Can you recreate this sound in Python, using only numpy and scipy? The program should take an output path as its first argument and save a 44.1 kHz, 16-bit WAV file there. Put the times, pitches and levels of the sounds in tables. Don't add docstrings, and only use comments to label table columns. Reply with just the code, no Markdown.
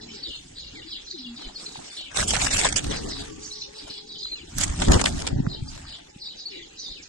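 import sys
import numpy as np
from scipy import signal
from scipy.fft import rfft, irfft
from scipy.io import wavfile
from scipy.ndimage import uniform_filter1d, minimum_filter1d

SR = 44100
rng = np.random.default_rng(int(sys.argv[2]) if len(sys.argv) > 2 else 0)


def amplitude_ratio(level_db):
    exponent = np.asarray(level_db, float) / 20
    return 10 ** exponent


def store_pcm(level_fs):
    pcm = np.round(np.clip(level_fs, -1, 1) * 32767).astype(np.int16)
    wavfile.write(sys.argv[1], SR, np.atleast_2d(pcm).T)


N = 312228
LAG_S = 0.0006166


def evened(x):
    return x / np.sqrt(np.mean(x ** 2) + 1e-20)


def read(points, hz):
    f, value = np.transpose(points)
    return np.interp(np.log(hz + 1), np.log(f + 1), value)


def coloured(x, spectrum):
    hz = np.fft.rfftfreq(x.shape[-1], 1 / SR)
    return evened(irfft(rfft(x) * amplitude_ratio(read(spectrum, hz)), x.shape[-1]))


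def band(x, order, low_hz, high_hz):
    return signal.sosfilt(signal.butter(order, [low_hz, high_hz], "band", fs=SR, output="sos"), x)


def flicker(per_s, depth_db):
    knots = rng.standard_normal(32000)
    wander = np.interp(np.arange(N) / SR * per_s, np.arange(len(knots)), knots)
    return evened(amplitude_ratio(depth_db * wander))


def mottled(x, depth_db):
    z = signal.stft(x, nperseg=256)[2]
    patches = uniform_filter1d(rng.standard_normal(z.shape[-2:]), size=4, axis=0)
    patches = uniform_filter1d(patches, size=9, axis=1)
    return evened(signal.istft(z * amplitude_ratio(depth_db * evened(patches)), nperseg=256)[1][..., :N])


def swells(rows, rise_s, fall_s, rest_db=(-99, -99)):
    t = np.arange(0, N, 16) / SR
    power = amplitude_ratio(2 * np.array(rest_db))[:, None]
    for s, hold, *db in rows:
        under_db = 20 * (np.maximum(s - t, 0) / rise_s + np.maximum(t - s - hold, 0) / fall_s)
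        power = power + amplitude_ratio(2 * (np.array(db)[:, None] - under_db))
    return [np.interp(np.arange(N) / SR, t, np.sqrt(p)) for p in power]


def whistle(length, first_hz, last_hz):
    u = np.linspace(0, 1, int(SR * length))
    pitch_hz = first_hz * (last_hz / first_hz) ** u
    return np.sin(np.pi * u ** 0.5) * np.sin(2 * np.pi * np.cumsum(pitch_hz) / SR)


def panned(pan_db):
    return np.array([[pan_db], [-pan_db]]) / 2


def add(mix, s, sound):
    part = mix[..., round(s * SR):][..., :sound.shape[-1]]
    part += sound[..., :part.shape[-1]]


def yard(x, t60):
    t = np.arange(SR // 2) / SR
    signs = rng.choice([-1., 1.], (2, len(t)))
    taps = signs * (rng.random((2, len(t))) < .05) * amplitude_ratio(-60 * t / t60)
    return signal.fftconvolve(x, taps / np.linalg.norm(taps[0]), axes=1)[:, :N]


# frequency in Hz, density in dB per Hz.
WASH = [(15, -53), (25, 4.5), (225, -19), (291, 2), (480, -9.5), (540, -4), (650, -21.5), (817, -11),
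        (1010, -25.5), (2360, -11.5), (4160, -11), (5670, -14), (7540, -13), (10000, -76), (12000, -72),
        (15600, -101), (22000, -120)]


def floor():
    wash = mottled(coloured(rng.standard_normal((2, N)), WASH), depth_db=5.0)
    wash = wash * flicker(per_s=6, depth_db=2.5)
    treble = signal.sosfiltfilt(signal.butter(3, 5500, "high", fs=SR, output="sos"), wash)
    return amplitude_ratio(-50) * (wash + [[-.3], [.1]] * treble)


# time in seconds, pitch in Hz, level in dB.
COOS = [
    [(0, 237, -45), (.18, 224, -42)],
    [(.73, 263, -34), (.8, 352, -47)],
    [(.845, 290, -34.5), (.895, 342, -51)],
    [(.93, 310, -45), (.975, 314, -51)],
    [(1.125, 390, -34.5), (1.19, 259, -44), (1.37, 226, -39.5)],
    [(1.38, 303, -36.5), (1.45, 268, -46), (1.51, 192, -43.5)],
    [(1.98, 313, -42), (2.06, 326, -52)],
    [(6.5, 413, -46), (6.56, 357, -40)],
    [(6.575, 334, -42.5), (6.67, 329, -55)],
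]
# time in seconds, pitch in Hz, level in dB.
HOOTS = [
    [(.07, 401, -60), (.148, 405.4, -37), (.2, 404, -60)],
    [(3.0, 418, -55), (3.5, 414, -47.5), (4.5, 423, -55.5)],
    [(3.04, 318.5, -41), (3.22, 288, -34)],
    [(3.29, 312, -42), (3.55, 322, -54)],
    [(3.35, 835, -58), (4.3, 827, -63.5)],
    [(3.0, 1150, -54.5), (3.9, 1090, -62)],
    [(5.5, 873, -48), (6.4, 850, -67.5)],
    [(5.5, 314, -53.5), (6.25, 308, -58)],
    [(4.3, 317, -52), (4.36, 338, -36.5)],
    [(4.4, 333, -57), (4.45, 323, -40)],
]


def doves():
    out = np.zeros(N)
    waver = flicker(per_s=40, depth_db=3) * flicker(per_s=9, depth_db=3)
    wobble = flicker(per_s=30, depth_db=.2)
    for rows, sway in [(c, wobble) for c in COOS] + [(h, wobble ** 1.2) for h in HOOTS]:
        s, hz, db = np.transpose(rows)
        t = np.arange(s[0], s[-1], 1 / SR)
        pitch_hz = np.interp(t, s, hz) * sway[:len(t)]
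        tone = np.sin(2 * np.pi * np.cumsum(pitch_hz) / SR) * signal.windows.tukey(len(t), .25)
        add(out, s[0], amplitude_ratio(np.interp(t, s, db)) * tone)
    out = out * waver
    return out * [[1.3], [0]] + amplitude_ratio(-8) * yard(out[None], t60=0.13)


# start in seconds, length in seconds, middle pitch in Hz, level in dB.
CHATTER = [(0, 0.026, 4420, -42), (0.076, 0.1, 2874, -48.5), (0.129, 0.12, 4375, -43),
           (0.199, 0.22, 3798, -38.5), (0.554, .16, 3826, -41), (0.735, 0.14, 3485, -43),
           (0.86, 0.18, 3860, -38.5), (1.064, 0.12, 4300, -39), (1.173, 0.15, 3690, -39.5),
           (1.357, 0.16, 3956, -40), (1.528, 0.11, 4560, -43.5), (1.626, 0.18, 4170, -43),
           (1.88, 0.21, 3924, -40), (1.968, 0.16, 2980, -42), (2.892, 0.13, 4210, -37),
           (3.042, 0.21, 4190, -36.5), (3.407, 0.22, 4680, -39), (3.579, 0.1, 4695, -40),
           (3.751, 0.11, 4165, -42), (3.804, 0.21, 2843, -48), (3.886, 0.16, 4090, -39.5),
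           (4.063, 0.16, 4140, -38.5), (4.183, .17, 4190, -37.5), (4.352, 0.1, 4120, -48),
           (5.481, 0.14, 3756, -41), (5.651, 0.15, 4860, -47.5), (5.845, 0.17, 3720, -41.5),
           (6.199, 0.16, 4140, -36.5), (6.381, 0.086, 4465, -39.5), (6.48, 0.19, 4000, -42),
           (6.512, 0.12, 2490, -45), (6.77, 0.18, 4274, -36), (6.892, 0.11, 3970, -43),
           (7.041, 0.014, 5700, -46.5)]
# start in seconds, length in seconds, first and last pitch in Hz, level in dB.
NOTES = [(0.082, 0.065, 5700, 4600, -48.5), (0.088, .022, 2190, 2390, -46), (0.094, .03, 2790, 3270, -45.5),
         (0.229, 0.025, 4490, 4470, -27.5), (0.245, 0.038, 4150, 3380, -33.5),
         (0.303, .04, 3186, 3250, -39), (0.583, 0.0059, 4260, 4350, -29), (.595, 0.012, 4340, 3900, -31.5),
         (0.93, 0.013, 4230, 4290, -29.5), (.955, .015, 4150, 4020, -36), (1.111, .0075, 4170, 4400, -25.5),
         (1.123, 0.012, 4530, 4650, -35), (1.175, 0.015, 4020, 4350, -33.5), (1.243, .025, 3600, 3030, -36),
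         (1.374, 0.013, 4730, 4950, -37), (1.557, 0.027, 4410, 4270, -29),
         (1.657, 0.031, 4120, 4110, -33.5), (1.914, .05, 3520, 3630, -43), (1.98, 0.053, 4200, 4470, -36),
         (3.428, .03, 4910, 4280, -42), (3.51, 0.042, 3820, 4640, -31.5), (3.618, 0.019, 4003, 4370, -28.5),
         (3.611, 0.052, 4900, 5000, -49), (3.899, 0.016, 4540, 3880, -32.5), (4.206, .014, 4900, 5070, -34),
         (4.227, 0.014, 4260, 4110, -26), (4.247, .014, 4040, 4000, -26), (4.267, 0.014, 4050, 4340, -24),
         (4.316, 0.015, 4130, 4160, -25.5), (4.329, .028, 4070, 4170, -24.5),
         (5.497, 0.054, 4260, 3860, -34.5), (5.547, 0.0059, 4200, 3550, -27),
         (5.68, 0.024, 4660, 5090, -35), (6.182, 0.014, 3210, 4400, -50), (6.217, .018, 4260, 3830, -35),
         (6.253, 0.05, 3520, 4270, -35), (6.389, 0.038, 5410, 4070, -37), (6.455, 0.028, 4300, 4700, -26.5),
         (6.481, 0.014, 4100, 4600, -30)]
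# start in seconds, length in seconds, first pitch in Hz, level in dB.
SLIDES = [(0.751, 0.077, 2405, -42), (0.783, 0.025, 3950, -52), (0.913, 0.058, 3625, -39.5),
          (2.073, 0.019, 3400, -50), (4.354, 0.07, 2940, -41.5), (4.378, 0.035, 3770, -44),
          (4.408, 0.029, 3250, -41), (6.519, .04, 2860, -42.5), (6.615, 0.044, 3800, -44.5),
          (6.965, 0.066, 2860, -44)]


def sparrows():
    crowd, clear = np.zeros((2, N))
    sag_octaves_per_s = 2.22
    for s, length, middle_hz, db in CHATTER:
        phrase = np.zeros(int(SR * length) + 1200)
        for at, offset, other, glide, size, long in rng.random((48, 6)):
            sag = 2 ** (sag_octaves_per_s * length * (.5 - at))
            hz = middle_hz * sag * np.exp(0.3 * (offset + other - 1))
            bend = np.exp(0.3288 * glide - .29)
            level = amplitude_ratio(-3.2 * np.log(size + 0.049))
            add(phrase, at * length, level * whistle(0.0065 + 0.025 * long, hz / bend, hz * bend))
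        phrase = evened(phrase) * signal.windows.tukey(len(phrase), .7)
        add(crowd, max(s - .025, 0), amplitude_ratio(db) * phrase)
    for s, length, first_hz, last_hz, db in NOTES:
        add(clear, s, amplitude_ratio(db) * whistle(length, first_hz, last_hz))
    for s, length, first_hz, db in SLIDES:
        add(clear, s, amplitude_ratio(db) * whistle(length, first_hz, .69 * first_hz))
    crowd = crowd * flicker(per_s=150, depth_db=2)
    clear = clear * flicker(per_s=260, depth_db=2.5)
    near = amplitude_ratio(-4.0) * crowd + clear
    far = np.roll(signal.hilbert(near).imag, -round(LAG_S * SR))
    return np.array([near, far]) + amplitude_ratio(-2.5) * yard((crowd + .6 * clear)[None], t60=0.22)


# frequency in Hz, density in dB per Hz.
BUFFET = [(8.8, -53), (15, -1.5), (70, -1.5), (109, -6), (152, -7), (206, -12), (265, -9), (300, -10.5),
          (390, -64), (660, -120)]
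FLUTTER = [(82, -20.5), (140, -13), (232, -9.5), (275, -10), (430, -10.5), (540, -16), (742, -22.5),
           (1500, -35), (1950, -29.5), (3300, -120)]
# start in seconds, hold in seconds, buffet in dB, flutter in dB.
GUSTS = [(0, 0.18, -56, -52.5), (.3, 0.57, -53, -85), (1.2, 0.57, -68, -56.5), (2.19, 0.55, -31.5, -41.5),
         (2.84, 0.23, -33.5, -40), (3.2, 0.11, -43, -49), (4.05, 0.062, -65, -57.5),
         (4.4, 0.036, -51.5, -58), (4.57, 0.48, -32, -47), (4.8, 0.24, -28, -35.5),
         (5.05, 0.12, -30.5, -43), (5.3, 0.15, -29.5, -41.5), (5.6, 0.2, -41.5, -75)]
CALM_DB = (-63.5, -61.5)
# start in seconds, hold in seconds, buffet in dB, flutter in dB.
BLASTS = [
    (.72, 0.093, -53, -53),
    (1.62, 0.063, -64, -55.5),
    (1.77, 0.075, -57, -53),
    (4.885, 0.086, -17.5, -23),
    (5.33, 0.077, -35, -40.5),
]
# start in seconds, peak in dB, pitch in Hz, push (+) or suction (-) factor.
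THUMPS = [(1.786, -39, 173, 1.5), (3.902, -33, 225, 1), (4.696, -20, 62, -1.1), (4.877, -12.5, 141, -0.9),
          (4.89, -11.5, 60.4, -2.5), (4.91, -17.5, 129, -2), (4.916, -11, 107, 0.5), (4.948, -11, 98, -1),
          (4.96, -12, 89, -1.7), (5.329, -10, 146, 1), (5.343, -14.5, 140, 0.5), (5.361, -20, 110, 1.4),
          (5.387, -15, 242, 1.03), (5.393, -26, 178, 2.5), (5.401, -7, 176, 1), (5.47, -12.5, 136, 0.73),
          (5.623, -17, 119, 1), (6.161, -35, 168, 1)]


def downwash():
    gusts = swells(GUSTS, rise_s=0.055, fall_s=0.27, rest_db=CALM_DB)
    blasts = swells(BLASTS, rise_s=0.018, fall_s=0.024)
    buffet, flutter = np.hypot(gusts, blasts)
    slow, fast = rng.standard_normal((2, 2, N))
    out = amplitude_ratio(-0.35) * buffet * flicker(per_s=20, depth_db=3.0) * coloured(slow, BUFFET)
    out += amplitude_ratio(5.0) * flutter * flicker(per_s=60, depth_db=2.8) * coloured(fast, FLUTTER)
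    roar = evened(band(slow, 2, 550, 1150))
    out += amplitude_ratio(13.5) * flutter ** 1.74 * roar
    differences = rng.uniform([.7, -1.5], [1.6, 1.5], (len(THUMPS), 2))
    for (s, db, hz, way), (skew, apart) in zip(THUMPS, differences):
        turns = np.arange(3000) / SR * hz
        push = np.sin(2 * np.pi * turns * [[1], [skew]]) * np.exp(-(turns / 1.05) ** 2)
        add(out, s, way * amplitude_ratio(db) * push * [[1], [1.2 * apart]])
    return out


# start in seconds, peak in dB, middle frequency in Hz, left-right in dB.
SNAPS = [(2.17, -32, 6500, 9), (2.173, -15, 6640, 2), (2.196, -15, 4900, 7), (2.282, -19, 8300, 14),
         (2.365, -3, 5250, -3), (2.467, -2.5, 3070, 4), (2.574, -32.5, 3800, 10), (2.654, -16, 6450, -12),
         (2.668, -2, 3430, 2), (2.725, -19, 7000, 4), (2.768, -9, 7000, -7), (2.842, -15, 7500, -2),
         (4.584, -17, 9600, -21), (4.612, -10.5, 7800, -13), (4.637, -17, 6940, -4), (4.918, -9, 7100, -11),
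         (5.017, -9, 6240, 0), (5.041, -18, 7240, 5), (5.06, 6, 3750, -4.5), (5.062, -29, 9400, 3),
         (5.222, -13, 4970, -1), (5.269, -14, 6470, 9)]
# start in seconds, length in seconds, first and last pitch in Hz, level in dB.
CLAWS = [
    (1.411, 0.016, 1060, 550, -43),
    (1.756, 0.0067, 940, 730, -30),
    (4.256, 0.002, 1460, 885, -38),
    (5.466, 0.0023, 1980, 700, -25),
]


def snaps():
    out, t = np.zeros((2, N)), np.arange(400) / SR
    bursts = rng.standard_normal((len(SNAPS), 2, 400)) * np.exp(-t / 0.0012)
    for (s, db, hz, pan_db), burst in zip(SNAPS, bursts):
        crack = band(burst, 4, hz / 1.9, hz * 1.3)
        add(out, s - .0005, amplitude_ratio(db - 2.5 + panned(pan_db)) * crack)
    for s, length, first_hz, last_hz, db in CLAWS:
        add(out, s, amplitude_ratio(db) * whistle(length, first_hz, last_hz)[None])
    return out


# frequency in Hz, density in dB per Hz.
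FINE = [(1290, -34), (2200, -3.5), (3010, -2.5), (5700, 0.5), (7730, 3), (10100, -11.5), (11400, -17),
        (11900, -42), (12300, -41), (13000, -72)]
COARSE = [(240, -31), (400, -1), (540, 4.5), (660, 6.5), (816, 4), (1080, 0), (1450, 1), (2220, -1),
          (4000, -4.5), (5200, -16.5), (8800, -120)]
# start in seconds, hold in seconds, fine rustle in dB, coarse rustle in dB.
STROKES = [(2.115, 0.056, -54.5, -46.5), (2.165, 0.063, -33, -31.5), (2.282, 0.071, -31.5, -37),
           (2.4, 0.07, -33, -30), (2.515, 0.074, -30.5, -31), (2.6, 0.075, -31, -27.5),
           (2.7, 0.19, -46, -41.5), (2.905, 0.073, -47, -35), (3.0, 0.12, -48.5, -46.5),
           (3.17, 0.11, -48.5, -43), (4.575, 0.0098, -37.5, -43), (4.6, 0.034, -33.5, -31.5),
           (4.66, 0.13, -46.5, -42), (4.8, 0.078, -38.5, -37.5), (4.915, 0.043, -34.5, -29.5),
           (4.988, 0.02, -39, -49), (5.062, 0.01, -31.5, -30), (5.1, 0.084, -47, -45),
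           (5.185, 0.025, -42, -36.5), (5.23, 0.058, -48.5, -39)]
# start in seconds, hold in seconds, fine in dB, coarse in dB.
BRUSHES = [(.32, 0.21, -58.5, -62.5), (.75, 0.11, -66, -54.5), (1.1, 0.09, -81, -82),
           (1.4, 0.035, -59, -49), (1.62, 0.37, -52, -52), (3.4, 0.1, -54, -55.5), (3.76, 0.15, -55, -52.5),
           (4.53, 0.037, -53, -50), (5.7, 0.076, -54.5, -50), (5.8, 0.21, -62, -52.5),
           (6.8, 0.071, -65, -79)]
REST_DB = (-67.5, -65)
# start in seconds, peak in dB, coarse part in relative dB, length in seconds, left-right in dB.
SLAPS = [(1.76, -46.5, 9, 0.016, -6), (1.787, -48, 11, 0.0085, -13), (2.143, -27.5, 1, 0.0029, 0),
         (2.168, -4.5, -15.5, 0.0045, -16), (2.189, -14.5, -8, 0.0054, -6), (2.201, -11, -22, 0.016, -4),
         (2.231, -19, -7, 0.003, -11), (2.28, -61, -39, 0.0033, -7), (2.303, -10, -18, 0.0088, 2),
         (2.336, -17.5, -2, 0.045, -16), (2.362, -21, 1.5, 0.014, -12), (2.395, -47.5, -6, .005, 6),
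         (2.412, -46.5, -21, 0.0033, -7), (2.466, -6.5, -11.5, 0.0064, 7), (2.522, -19, -18, .007, -1),
         (2.53, -7.5, -16, 0.019, -2.5), (2.565, -11, -15, 0.0042, 6), (2.605, -26, -14, 0.0053, 16),
         (2.647, -12, -9, 0.018, 5), (2.663, -10.5, -4.5, 0.0084, -3), (2.686, -11, -26, 0.0085, -1),
         (2.722, -14, -9, 0.0059, -10), (2.738, -20, -6, 0.0051, 1), (2.76, -11, -12, 0.029, -6),
         (2.841, -23.5, 0.5, 0.0068, 0.5), (4.578, -14.5, -12.5, 0.0093, 1.5),
         (4.603, -15.5, -9, 0.018, -13), (4.63, -24, -20, 0.0032, -24), (4.633, -10, -10, 0.009, -6),
         (4.817, -18.5, 4, 0.011, -4), (4.881, -11.5, -13.5, 0.0038, 3), (4.917, -11, -3.5, 0.0067, 2),
         (4.931, -10, -25, 0.016, 8.5), (4.992, -18.5, -3, 0.0097, 6), (5.011, -6.5, -9.5, 0.0059, -5),
         (5.038, -11, -1, 0.0036, -3.5), (5.054, -5.5, -12, 0.0044, 8.5), (5.066, -30, 8, 0.0044, 28.5),
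         (5.2, -27, -27, 0.0056, 7), (5.215, -22.5, -9, 0.0059, 21), (5.265, -11, -8.5, 0.0081, 2),
         (5.272, -13, -4, 0.0034, -2)]


def feathers():
    strokes = swells(STROKES, rise_s=0.025, fall_s=0.049)
    brushes = swells(BRUSHES, rise_s=0.11, fall_s=0.16, rest_db=REST_DB)
    fine, coarse = np.hypot(strokes, brushes)
    spurts = np.tile(flicker(per_s=90, depth_db=1.5) * flicker(per_s=180, depth_db=1), (2, 1))
    fine = (amplitude_ratio(6.0) * fine * spurts) ** 2
    coarse = (amplitude_ratio(0.5) * coarse * spurts) ** 2
    t = np.arange(-300, 1500) / SR
    for s, db, coarse_rel_db, length, pan_db in SLAPS:
        shape = np.exp(-(abs(t) / np.where(t < 0, 0.14 * length, length)) ** 1.9)
        power = (amplitude_ratio(db - 11.5 + panned(np.clip(pan_db, -9, 9))) * shape) ** 2
        add(fine, s + 0.0024 + t[0], power)
        add(coarse, s + 0.0033 + t[0], power * amplitude_ratio(2 * coarse_rel_db + 12.5))
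    crackle = flicker(per_s=1500, depth_db=2.5) * flicker(per_s=450, depth_db=1.6)
    crackle = mottled(rng.standard_normal((2, 2, N)) * crackle, depth_db=3.8)
    near = np.sqrt(fine) * coloured(crackle[0], FINE) + np.sqrt(coarse) * coloured(crackle[1], COARSE)
    return near + amplitude_ratio(-19) * yard(near, t60=.05)


def scene():
    return floor() + doves() + sparrows() + downwash() + snaps() + feathers()


# start in seconds, length in seconds.
WIDE = [(.32, .015), (1.07, .015), (1.79, .03), (2.2, .015), (2.76, .47), (3.27, .18), (4.37, .04),
        (4.56, .18), (4.83, .94)]
# time in seconds, level in dB.
BRIGHT = [
    (4.5854, -4),
    (5.063, -8),
]


def thrifty(x):
    mid_side = np.array([x[0] + x[1], x[0] - x[1]]) / 2
    z = signal.stft(mid_side, nperseg=1024)[2][:, :512]
    hz = (np.arange(64)[:, None] + .5) * SR / 128
    band_power = (abs(z) ** 2).reshape(2, 64, 8, -1).mean(2)
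    band_db = 10 * np.log10(uniform_filter1d(band_power, size=3, axis=2) + 1e-20)
    masker_db = band_db.max(0) - 18.0 * (hz < 700)
    near_db = -minimum_filter1d(-masker_db, size=6, axis=0, origin=2)
    whim_db = 9.1 * evened(uniform_filter1d(rng.standard_normal(near_db.shape), size=9, axis=1))
    edge_db = np.interp(hz, [8000, 11700, 12300], [-50, -16, -50])
    edge_db = edge_db + 0.69 * (masker_db.max(0) + 57.0) - 79.0
    keep = (band_db > near_db - 21.0 + whim_db) & (band_db > edge_db + whim_db)
    wander = evened(uniform_filter1d(rng.standard_normal(z.shape[-1]), size=7))
    keep &= hz < np.minimum(11500 + 800 * wander, 12050)
    keep[:, :2] = True
    fine = uniform_filter1d(uniform_filter1d(abs(z) ** 2, size=3, axis=1), size=5, axis=2)
    faint = fine < amplitude_ratio(-9.0) * uniform_filter1d(fine, size=15, axis=1)
    faint[:, :10] &= fine[:, :10] < amplitude_ratio(-196)
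    z = np.pad(z * np.repeat(keep, 8, axis=1) * ~faint, [(0, 0), (0, 1), (0, 0)])
    mid, side = signal.istft(z, nperseg=1024)[1][:, :N]
    t = np.arange(N) / SR
    wide = uniform_filter1d(sum((t > s) & (t < s + length) for s, length in WIDE) * 1., size=600)
    side_bass = signal.sosfiltfilt(signal.butter(5, 300, fs=SR, output="sos"), side)
    side = side - (1 - wide) * side_bass
    top = signal.sosfilt(signal.butter(8, 11800, "high", fs=SR, output="sos"), x)
    opened = sum(amplitude_ratio(db) * np.exp(-((t - s) / 0.0033) ** 2) for s, db in BRIGHT)
    return np.array([mid + side, mid - side]) + opened * top


def band_limit(x):
    return signal.sosfilt(signal.butter(12, 16090, fs=SR, output="sos"), x)


# frequency in Hz, left-right likeness from 0 to 1.
SAME = [(50, .995), (85, .87), (180, .66), (350, .6), (700, .6), (1400, .35), (10000, .25)]
# frequency in Hz, left-right in dB.
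LEAN = [(60, -0.5), (170, 0), (290, -0.5), (640, 3.5), (1410, 3.5), (3100, 3), (6820, -5.5), (15000, -5.5)]
# frequency in Hz, lag in radians.
TURN = [(85, 0), (180, .12), (350, .7), (520, .95), (1550, .6), (5500, -.6)]


def record(dry):
    hz = np.fft.rfftfreq(N, 1 / SR)
    same = np.clip(read(SAME, hz), 0, 1)
    left, apart = rfft(dry)
    lag = np.exp(-1j * (2 * np.pi * hz * LAG_S + read(TURN, hz)))
    right = (same * left + np.sqrt(1 - same ** 2) * apart) * lag
    lean = amplitude_ratio(read(LEAN, hz) / 2)
    ports = irfft(np.array([left * lean, right / lean]), N)
    mix = thrifty(np.tanh(ports * 1.075) / 1.117)
    return band_limit(mix)


dry = scene()
out = record(dry)
store_pcm(out)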